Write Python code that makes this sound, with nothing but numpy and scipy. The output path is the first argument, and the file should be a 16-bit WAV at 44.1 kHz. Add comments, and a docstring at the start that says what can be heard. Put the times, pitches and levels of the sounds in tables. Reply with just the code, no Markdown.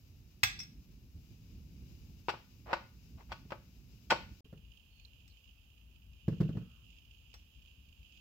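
"""A brass cartridge clinks and chatters into the steel pan of a small scale; pan and case both ring.
Plastic snaps and creaks as the grip shifts on a handheld camera close by.
The sound drops out briefly between two shots; then the padded bench is bumped and a case ticks on the pan.
Under it all run low rumble, microphone hiss and the fizz of the lens motor."""
import sys
import numpy as np
from scipy import signal
from scipy.fft import rfft, irfft
from scipy.io import wavfile
from scipy.ndimage import uniform_filter1d

SR = 44100
rng = np.random.default_rng(int(sys.argv[2]) if len(sys.argv) > 2 else 0)


def wav_out(sig):
    """Save sig, one row per channel (or a flat mono array), as 16-bit PCM at SR to the path in sys.argv[1]."""
    wavfile.write(sys.argv[1], SR, np.round(np.clip(np.atleast_2d(sig).T, -1, 1) * 32767).astype(np.int16))


N = 361962
TIME = np.arange(N) / SR
EVENT_TIME = TIME[:SR // 2]
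GAP_START_S, GAP_END_S = 4.407, 4.445
SECOND_SHOT = TIME > GAP_START_S


def amp(db):
    return 10 ** (np.asarray(db) / 20)


def unit_rms(x):
    return x / np.sqrt(np.mean(x ** 2) + 1e-20)


def unit_blow(x):
    """Scales to the energy of 10 ms at rms 1."""
    return x / np.sqrt(np.mean(x ** 2) * x.shape[-1] / (SR / 100))


def at_hz(curve, hz):
    knots_hz, values = np.transpose(curve)
    return np.interp(np.log(hz + 1), np.log(knots_hz + 1), values)


def gain_curve(rows):
    return amp(np.interp(TIME, *np.transpose(rows)))


def flicker(depth_db, per_s):
    knots_s = np.arange(0, N / SR + 1, 1 / per_s)
    return amp(depth_db * np.interp(TIME, knots_s, rng.standard_normal(len(knots_s))))


def add(mix, start_s, sound):
    part = mix[:, round(start_s * SR):][:, :sound.shape[-1]]
    part += sound[..., :part.shape[1]]


def colour(x, spectrum, tilt=0, size=4096):
    """Minimum-phase filter; tilt in dB per octave from 400 to 5000 Hz."""
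    hz = abs(np.fft.fftfreq(size, 1 / SR))
    db = at_hz(spectrum, hz) + tilt * np.log2(np.clip(hz, 400, 5000) / 1000)
    log_response = np.conj(signal.hilbert(np.log(amp(db))))
    taps = np.fft.ifft(np.exp(log_response)).real
    return signal.oaconvolve(x, taps[None, :size // 2], axes=1)[:, :x.shape[1]]


# Left-right likeness: freq_hz, correlation
MIC_CORRELATION = [(60, 0.89), (130, 0.97), (300, 0.87), (550, 0.62), (1000, 0.5), (2200, 0.0033),
                   (5000, 0.032)]

def noise(size):
    """White noise at two microphones, alike in the bass, unrelated in the treble."""
    left, other = rfft(rng.standard_normal((2, size)))
    likeness = at_hz(MIC_CORRELATION, np.fft.rfftfreq(size, 1 / SR))
    return irfft([left, likeness * left + np.sqrt(1 - likeness ** 2) * other], size)


# Rumble spectrum: freq_hz, density_db
RUMBLE_SPECTRUM = [(15, -36), (28, -16.5), (42, -2.5), (60, 2.5), (80, -1), (130, -6), (240, -12.5),
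                   (430, -29), (600, -40), (1000, -54), (2000, -88.5)]
# Rumble contour, first shot: time_s, relative_db
RUMBLE_CONTOUR = [(0.0, -60.5), (0.77, -57.5), (1.11, -58.5), (1.8, -52.5), (2.5, -60.5), (4.15, -56.5),
                  (4.38, -60)]

def rumble():
    """Low wavering noise, duller in the second shot."""
    low = unit_rms(colour(noise(N), RUMBLE_SPECTRUM))
    dull = unit_rms(colour(low, [(60, 0.5), (130, -7.0), (300, -7.5)]))
    first = low * gain_curve(RUMBLE_CONTOUR) * amp(3) * amp([[-0.9], [0.9]])
    second = dull * amp(-61) * amp([[1.5], [-1.5]])
    return np.where(SECOND_SHOT, second, first) * flicker(depth_db=3.0, per_s=19)


# Hiss spectrum: freq_hz, density_db
HISS_SPECTRUM = [(100, 2), (500, 3.5), (1000, -0.5), (2000, -2), (3500, -2), (5000, -0.5), (6800, -5.5),
                 (8500, -10.5), (10500, -7), (13000, 1), (16000, -1)]

def hiss():
    """Steady self-noise of the microphones."""
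    return amp(-74.5) * unit_rms(colour(noise(N), HISS_SPECTRUM))


def fizz(spectra, effort, left_db, right_db):
    """Motor noise reaches each microphone through the camera's own resonances."""
    sides = [unit_rms(colour(rng.standard_normal((1, N)), spectrum)) for spectrum in spectra]
    return np.vstack(sides) * gain_curve(effort) * amp([[left_db], [right_db]])


def hunting(per_s, step_s, steady_power, uneven_db):
    """Gain of a motor hunting in short uneven steps, each a small surge."""
    surge = EVENT_TIME / step_s * np.exp(1 - EVENT_TIME / step_s)
    steps = rng.random(N) < per_s / SR
    strength = amp(uneven_db * np.minimum(rng.standard_normal(N), 2))
    power = steady_power + signal.oaconvolve(steps * strength ** 2, surge ** 2)[:N]
    return np.sqrt(abs(power / power.mean()))


# Fizz spectra per shot, left then right: freq_hz, density_db
FIRST_FIZZ_SPECTRA = ([(700, -16), (1900, -16.5), (2400, -3), (2850, -0.5), (3250, -9.5), (3900, -6.5),
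                      (4400, -11), (4900, -3), (6000, -10), (7500, -14.5), (8800, -29), (11000, -22),
                      (13500, -11.5), (16000, -15.5)], [(700, -4), (2000, -10), (2700, -7), (3300, -10.5),
                      (3900, -3), (4400, -5), (5000, 0), (5600, -2.5), (6300, 1.5), (7600, -7), (8500, -26),
                      (13500, -9.5), (16000, -9.5)])
SECOND_FIZZ_SPECTRA = ([(2200, -27), (2900, -3.5), (3450, 2.5), (4300, -11.5), (5000, 0.5), (5600, -9.5),
                       (6000, -13), (6450, -1), (7500, -9), (8300, -34.5)], [(1900, -46), (2150, -26.5),
                       (2450, -4), (2850, 2), (3200, -3), (3550, -18.5), (4250, -21.5), (5000, -25.5),
                       (5700, -49)])
# Motor effort per shot: time_s, relative_db
FIRST_EFFORT = [(0.0, -82.5), (0.6, -84.5), (1.11, -82.5), (2.18, -78), (2.32, -81.5), (4.28, -81),
                (4.38, -78.5)]
SECOND_EFFORT = [(4.48, -75), (4.97, -71.5), (5.44, -69), (5.88, -74.5), (6.16, -72), (6.32, -69.5),
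                 (7.76, -71), (8.2, -68)]

def lens_motor():
    """The motor fizzes throughout and hunts in the second shot."""
    first = fizz(FIRST_FIZZ_SPECTRA, FIRST_EFFORT, left_db=12.5, right_db=7)
    first *= flicker(depth_db=1.46, per_s=25)
    second = fizz(SECOND_FIZZ_SPECTRA, SECOND_EFFORT, left_db=-3.5, right_db=7)
    second *= hunting(per_s=37, step_s=0.0028, steady_power=0.48, uneven_db=3.5)
    second *= flicker(depth_db=1.34, per_s=14)
    return np.where(SECOND_SHOT, second, first)


def crack(t60_s, direct, contact_s):
    """A contact's force pulse plus dense scatter from things close by."""
    scatter = unit_blow(noise(len(EVENT_TIME)) * amp(-60 * EVENT_TIME / t60_s))
    pulse = unit_blow(EVENT_TIME * np.exp(-EVENT_TIME / contact_s))
    return scatter + direct * pulse


def ring(modes, spread_rad_per_khz, tilt=0):
    """Decaying modes; phase differs more between the microphones at high pitch."""
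    hz, db, t60_s = np.transpose(modes)[:, :, None]
    phase = np.minimum(spread_rad_per_khz * hz / 1000, np.pi) * rng.uniform(-1, 1, (2, len(modes), 1))
    rise = 1 - np.exp(-(5 * hz * EVENT_TIME) ** 2)
    envelope = rise * amp(db + tilt * np.log2(hz / 1000) - 60 * EVENT_TIME / t60_s)
    return unit_blow((envelope * np.sin(2 * np.pi * hz * EVENT_TIME + phase)).sum(1))


# Brass on the pan: start_s, crack_db, tilt_db_per_octave, ring_db
PAN_HITS = [(0.4328, -25.5, -2, -35), (0.4364, -23, 0.1, -28), (0.5915, -51.5, 2, -59),
            (0.602, -50, 3, -50.5), (0.633, -56, 2, -67), (5.050, -77, 6, -89), (5.279, -64.5, 8.5, -83),
            (7.341, -56.5, 3.5, -63.5)]
# Contact spectrum: freq_hz, density_db
CRACK_SPECTRUM = [(60, -22.5), (100, -8.5), (400, -32.5), (650, -19), (850, -14.5), (1400, -6.5),
                  (2040, -5), (2600, -4.5), (3100, -13), (3500, -7), (5000, -9.5), (6800, -18.5),
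                  (7800, -9.5), (9200, -29.5), (11000, -27.5), (14000, -16), (16000, -25.5)]
# Steel pan and brass case modes: pitch_hz, relative_db, t60_s
PAN_MODES = [(772, -17.5, 0.25), (1152, -12.5, 0.19), (1640, -10, 0.33), (2120, -2.5, .16),
             (2250, -10, 0.2), (2556, -3.5, 0.13), (2600, 4.5, 0.091), (3144, -16, .3), (3467, -2, 0.22),
             (3850, -15.5, 0.26), (4260, -13.5, .26), (4630, -17, 0.3), (6557, -15, 0.21),
             (6570, -18, 0.11), (8414, -21, 0.21)]
CASE_MODES = [(3900, -18.5, .08), (5175, 1, 0.083), (5780, -3, 0.19), (7900, -17, .15)]

def clinks():
    """Each contact cracks and rings both pan and case."""
    out = np.zeros((2, N))
    for start_s, crack_db, tilt, ring_db in PAN_HITS:
        contact = crack(t60_s=0.048, direct=0.57, contact_s=0.00002)
        contact = amp(crack_db) * unit_blow(colour(contact, CRACK_SPECTRUM, tilt))
        pan = amp(ring_db) * ring(PAN_MODES, spread_rad_per_khz=0.3)
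        case_db = -18 + 0.67 * ring_db  # rings even at a light touch
        case = amp(case_db) * ring(CASE_MODES, spread_rad_per_khz=0.2)
        add(out, start_s, contact + pan + case)
    out[0] = np.roll(out[0], 14)  # reaches the right microphone first
    return out


# Brass on steel or bench: start_s, end_s, start_db, end_db, pitch_hz, width_hz, left_over_right_db
BRASS_SLIDES = [(0.59, 0.617, -48, -45, 5230, 150, 7), (0.613, 0.644, -47, -56, 5350, 200, 3),
                (0.592, 0.631, -46.5, -51, 5700, 100, -3), (4.898, 5.05, -81, -74.5, 4350, 175.6, -7),
                (5.05, 5.057, -50, -63, 4170, 400, -10), (5.297, 5.331, -67.5, -75, 4320, 696, -5),
                (6.58, 6.859, -78, -82, 1280, 450, 3)]

def scrapes():
    """Sliding brass feeds one narrow resonance while it moves."""
    out = np.zeros((2, N))
    for start_s, end_s, start_db, end_db, pitch_hz, width_hz, side_db in BRASS_SLIDES:
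        size = len(np.arange(0, end_s - start_s, 1 / SR))
        friction = noise(len(EVENT_TIME))
        band = signal.iirpeak(pitch_hz, pitch_hz / width_hz, SR)
        squeak = unit_rms(signal.lfilter(*band, signal.lfilter(*band, friction))[:, -size:])
        swell = amp(np.linspace(start_db, end_db, size)) * signal.windows.tukey(size, 0.15)
        add(out, start_s, squeak * swell * amp([[side_db / 2], [-side_db / 2]]))
    return out


# Snaps in the grip or scale housing: start_s, snap_db, tilt_db_per_octave, hollow_db
PLASTIC_SNAPS = [(2.2845, -31, -1, -54), (2.294, -37, 4, -48), (2.339, -49.5, -4.5, -54),
                 (2.7308, -30, -0.5, -32), (3.3191, -43.5, 3.5, -43.5), (3.5205, -40.5, -3, -46),
                 (4.1056, -29.5, 7.5, -28.5), (4.119, -25.5, -1.5, -32), (7.341, -64.5, -0.5, -73)]
# Hollow plastic modes: pitch_hz, relative_db, t60_s
PLASTIC_MODES = [(345, -13, .09), (572, -3, .05), (865, 6, .06), (907, -6.5, .09), (1015, -8, 0.12),
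                 (1132, -10.5, 0.16), (1220, -7, 0.11), (1448, -1, .07), (1480, -4, 0.077),
                 (2050, -13.5, .07), (2664, -8, .06), (3270, -15, 0.065), (4400, -20.5, .06)]
# Snap and creak spectrum: freq_hz, density_db
PLASTIC_SPECTRUM = [(60, -27.5), (120, -17), (260, -16.5), (400, -6.5), (540, -3), (850, 2), (1150, -1.5),
                    (1450, -5.5), (1850, -8.5), (2600, -7.5), (3400, -16.5), (5400, -20.5), (6400, -33),
                    (7800, -31.5), (8600, -50.5), (13000, -44.5), (16000, -44)]

def snaps(seat_s=0.0054, seat_db=-3):
    """Plastic gives, then seats more softly, each time with a low push and a hollow ring."""
    out = np.zeros((2, N))
    push_time = EVENT_TIME / 0.00026
    push = unit_blow(np.gradient(push_time ** 3 * np.exp(-push_time)))
    for start_s, snap_db, tilt, hollow_db in PLASTIC_SNAPS:
        push_db = snap_db - 22 - 3.8 * tilt  # brighter snaps push less
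        for delay_s, stage_db in [(0, 0), (seat_s, seat_db)]:
            contact = crack(t60_s=0.052, direct=0.13, contact_s=0.00015)
            snap = amp(snap_db) * unit_blow(colour(contact, PLASTIC_SPECTRUM, tilt))
            hollow = amp(hollow_db) * ring(PLASTIC_MODES, spread_rad_per_khz=0.8, tilt=tilt)
            add(out, start_s + delay_s, amp(stage_db) * (snap + hollow + amp(push_db) * push))
    return out


# Sliding plastic: start_s, swell_s, fade_s, peak_db, tilt_db_per_octave
PLASTIC_CREAKS = [(2.659, 0.068, 0.0085, -39.5, -2.5), (3.173, 0.038, 0.021, -55.5, -1.5),
                  (3.29, 0.03, .004, -51, 1.5), (3.504, 0.0026, 0.027, -46.5, 2.5),
                  (4.1005, .005, .018, -29, 3.5)]

def creaks(range_db=17, catches_per_s=900):
    """Plastic slips in small catches, swelling and fading."""
    out = np.zeros((2, N))
    for start_s, swell_s, fade_s, peak_db, tilt in PLASTIC_CREAKS:
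        below_db = np.interp(EVENT_TIME, [0, swell_s, swell_s + fade_s], [range_db, 0, range_db])
        swell = amp(peak_db - below_db) * (EVENT_TIME < swell_s + fade_s)
        friction = noise(len(EVENT_TIME))
        catches = rng.random(len(EVENT_TIME)) < catches_per_s / SR
        creak = unit_rms(colour(friction * (0.3 + 2.5 * catches), PLASTIC_SPECTRUM, tilt))
        add(out, start_s, swell * creak)
    return out


# Bumps on the bench: start_s, thud_db, tick_db
BENCH_HITS = [(3.452, -49.5, -69), (4.453, -58.5, -63.5), (4.5277, -44.5, -54.5), (6.2806, -23.5, -38.5),
              (6.402, -26, -48), (6.408, -24, -40), (6.491, -31, -49.5), (6.553, -35, -57),
              (6.570, -32, -49)]
# Bench top modes: pitch_hz, relative_db, t60_s
BENCH_MODES = [(118, -7.5, 0.061), (156.6, 3, 0.048), (178, -9.5, 0.044), (326.6, -7.5, 0.054),
               (422, -11, 0.046), (529, -18.5, 0.039)]
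# Padded contact spectrum: freq_hz, density_db
TICK_SPECTRUM = [(30, -27), (120, -12), (340, -3), (520, -8), (780, -19.5), (1100, -19), (1600, -19.5),
                 (2500, -31.5), (4500, -31.5), (7500, -42.5), (9000, -49.5), (15000, -44.5)]

def bumps(rebound_s=0.044, thud_step_db=-13, tick_step_db=-15.5):
    """The padded bench top swings up after a soft tick, then rocks back twice, ever weaker."""
    out = np.zeros((2, N))
    rise = 1 - np.exp(-EVENT_TIME / 0.0019)
    for start_s, thud_db, tick_db in BENCH_HITS:
        for rebound in range(3):
            swing = rise * ring(BENCH_MODES, spread_rad_per_khz=1.0)
            thud = amp(thud_db + rebound * thud_step_db) * unit_blow(swing)
            contact = crack(t60_s=0.09, direct=0.068, contact_s=0.0004)
            tick = amp(tick_db + rebound * tick_step_db) * unit_blow(colour(contact, TICK_SPECTRUM))
            add(out, start_s + rebound * rebound_s, thud + tick)
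    return out


# Room decay: freq_hz, t60_s
ROOM_DECAY = [(100, 0.4), (300, 0.29), (900, 0.31), (2500, 0.38), (5000, 0.38), (9000, 0.28), (15000, 0.17)]
# Tail spectrum: freq_hz, gain_db
ROOM_SPECTRUM = [(100, 3.5), (300, -0.5), (900, -6), (2500, -1.5), (5000, 0), (8000, -2), (15000, 5)]

def room(x, wet_db, build_s=0.0055):
    """Small room: a diffuse tail builds quickly and dies at its own rate in each band."""
    hz, t, bands = signal.stft(noise(len(EVENT_TIME)), SR, nperseg=256)
    decay = amp(-60 * t / at_hz(ROOM_DECAY, hz)[:, None])
    tail = signal.istft(bands * decay, SR, nperseg=256)[1][:, :len(EVENT_TIME)]
    tail *= 1 - np.exp(-(EVENT_TIME / build_s) ** 2)
    tail = colour(tail / np.linalg.norm(tail[0]), ROOM_SPECTRUM)
    return x + amp(wet_db) * signal.fftconvolve(x, tail, axes=1)[:, :N]


def scene():
    brass = room(clinks(), wet_db=-10) + room(scrapes(), wet_db=-18)
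    plastic = room((snaps() + creaks()) * amp([[1.1], [-1.1]]), wet_db=-10)
    bench = room(bumps(), wet_db=-8.5)
    return brass + plastic + bench + rumble() + hiss() + lens_motor()


def record(dry, low_hz=32, high_hz=15900):
    """Microphone bass roll-off, silence between the shots, band limit."""
    heard = signal.sosfilt(signal.butter(2, low_hz, "highpass", fs=SR, output="sos"), dry)
    running = (TIME < GAP_START_S) | (TIME > GAP_END_S)
    gate = uniform_filter1d(running.astype(float), size=40)
    lowpass = signal.firwin(511, high_hz, window=("kaiser", 9), fs=SR)
    return signal.oaconvolve(heard * gate, lowpass[None], "same")


dry = scene()
out = record(dry)
wav_out(out)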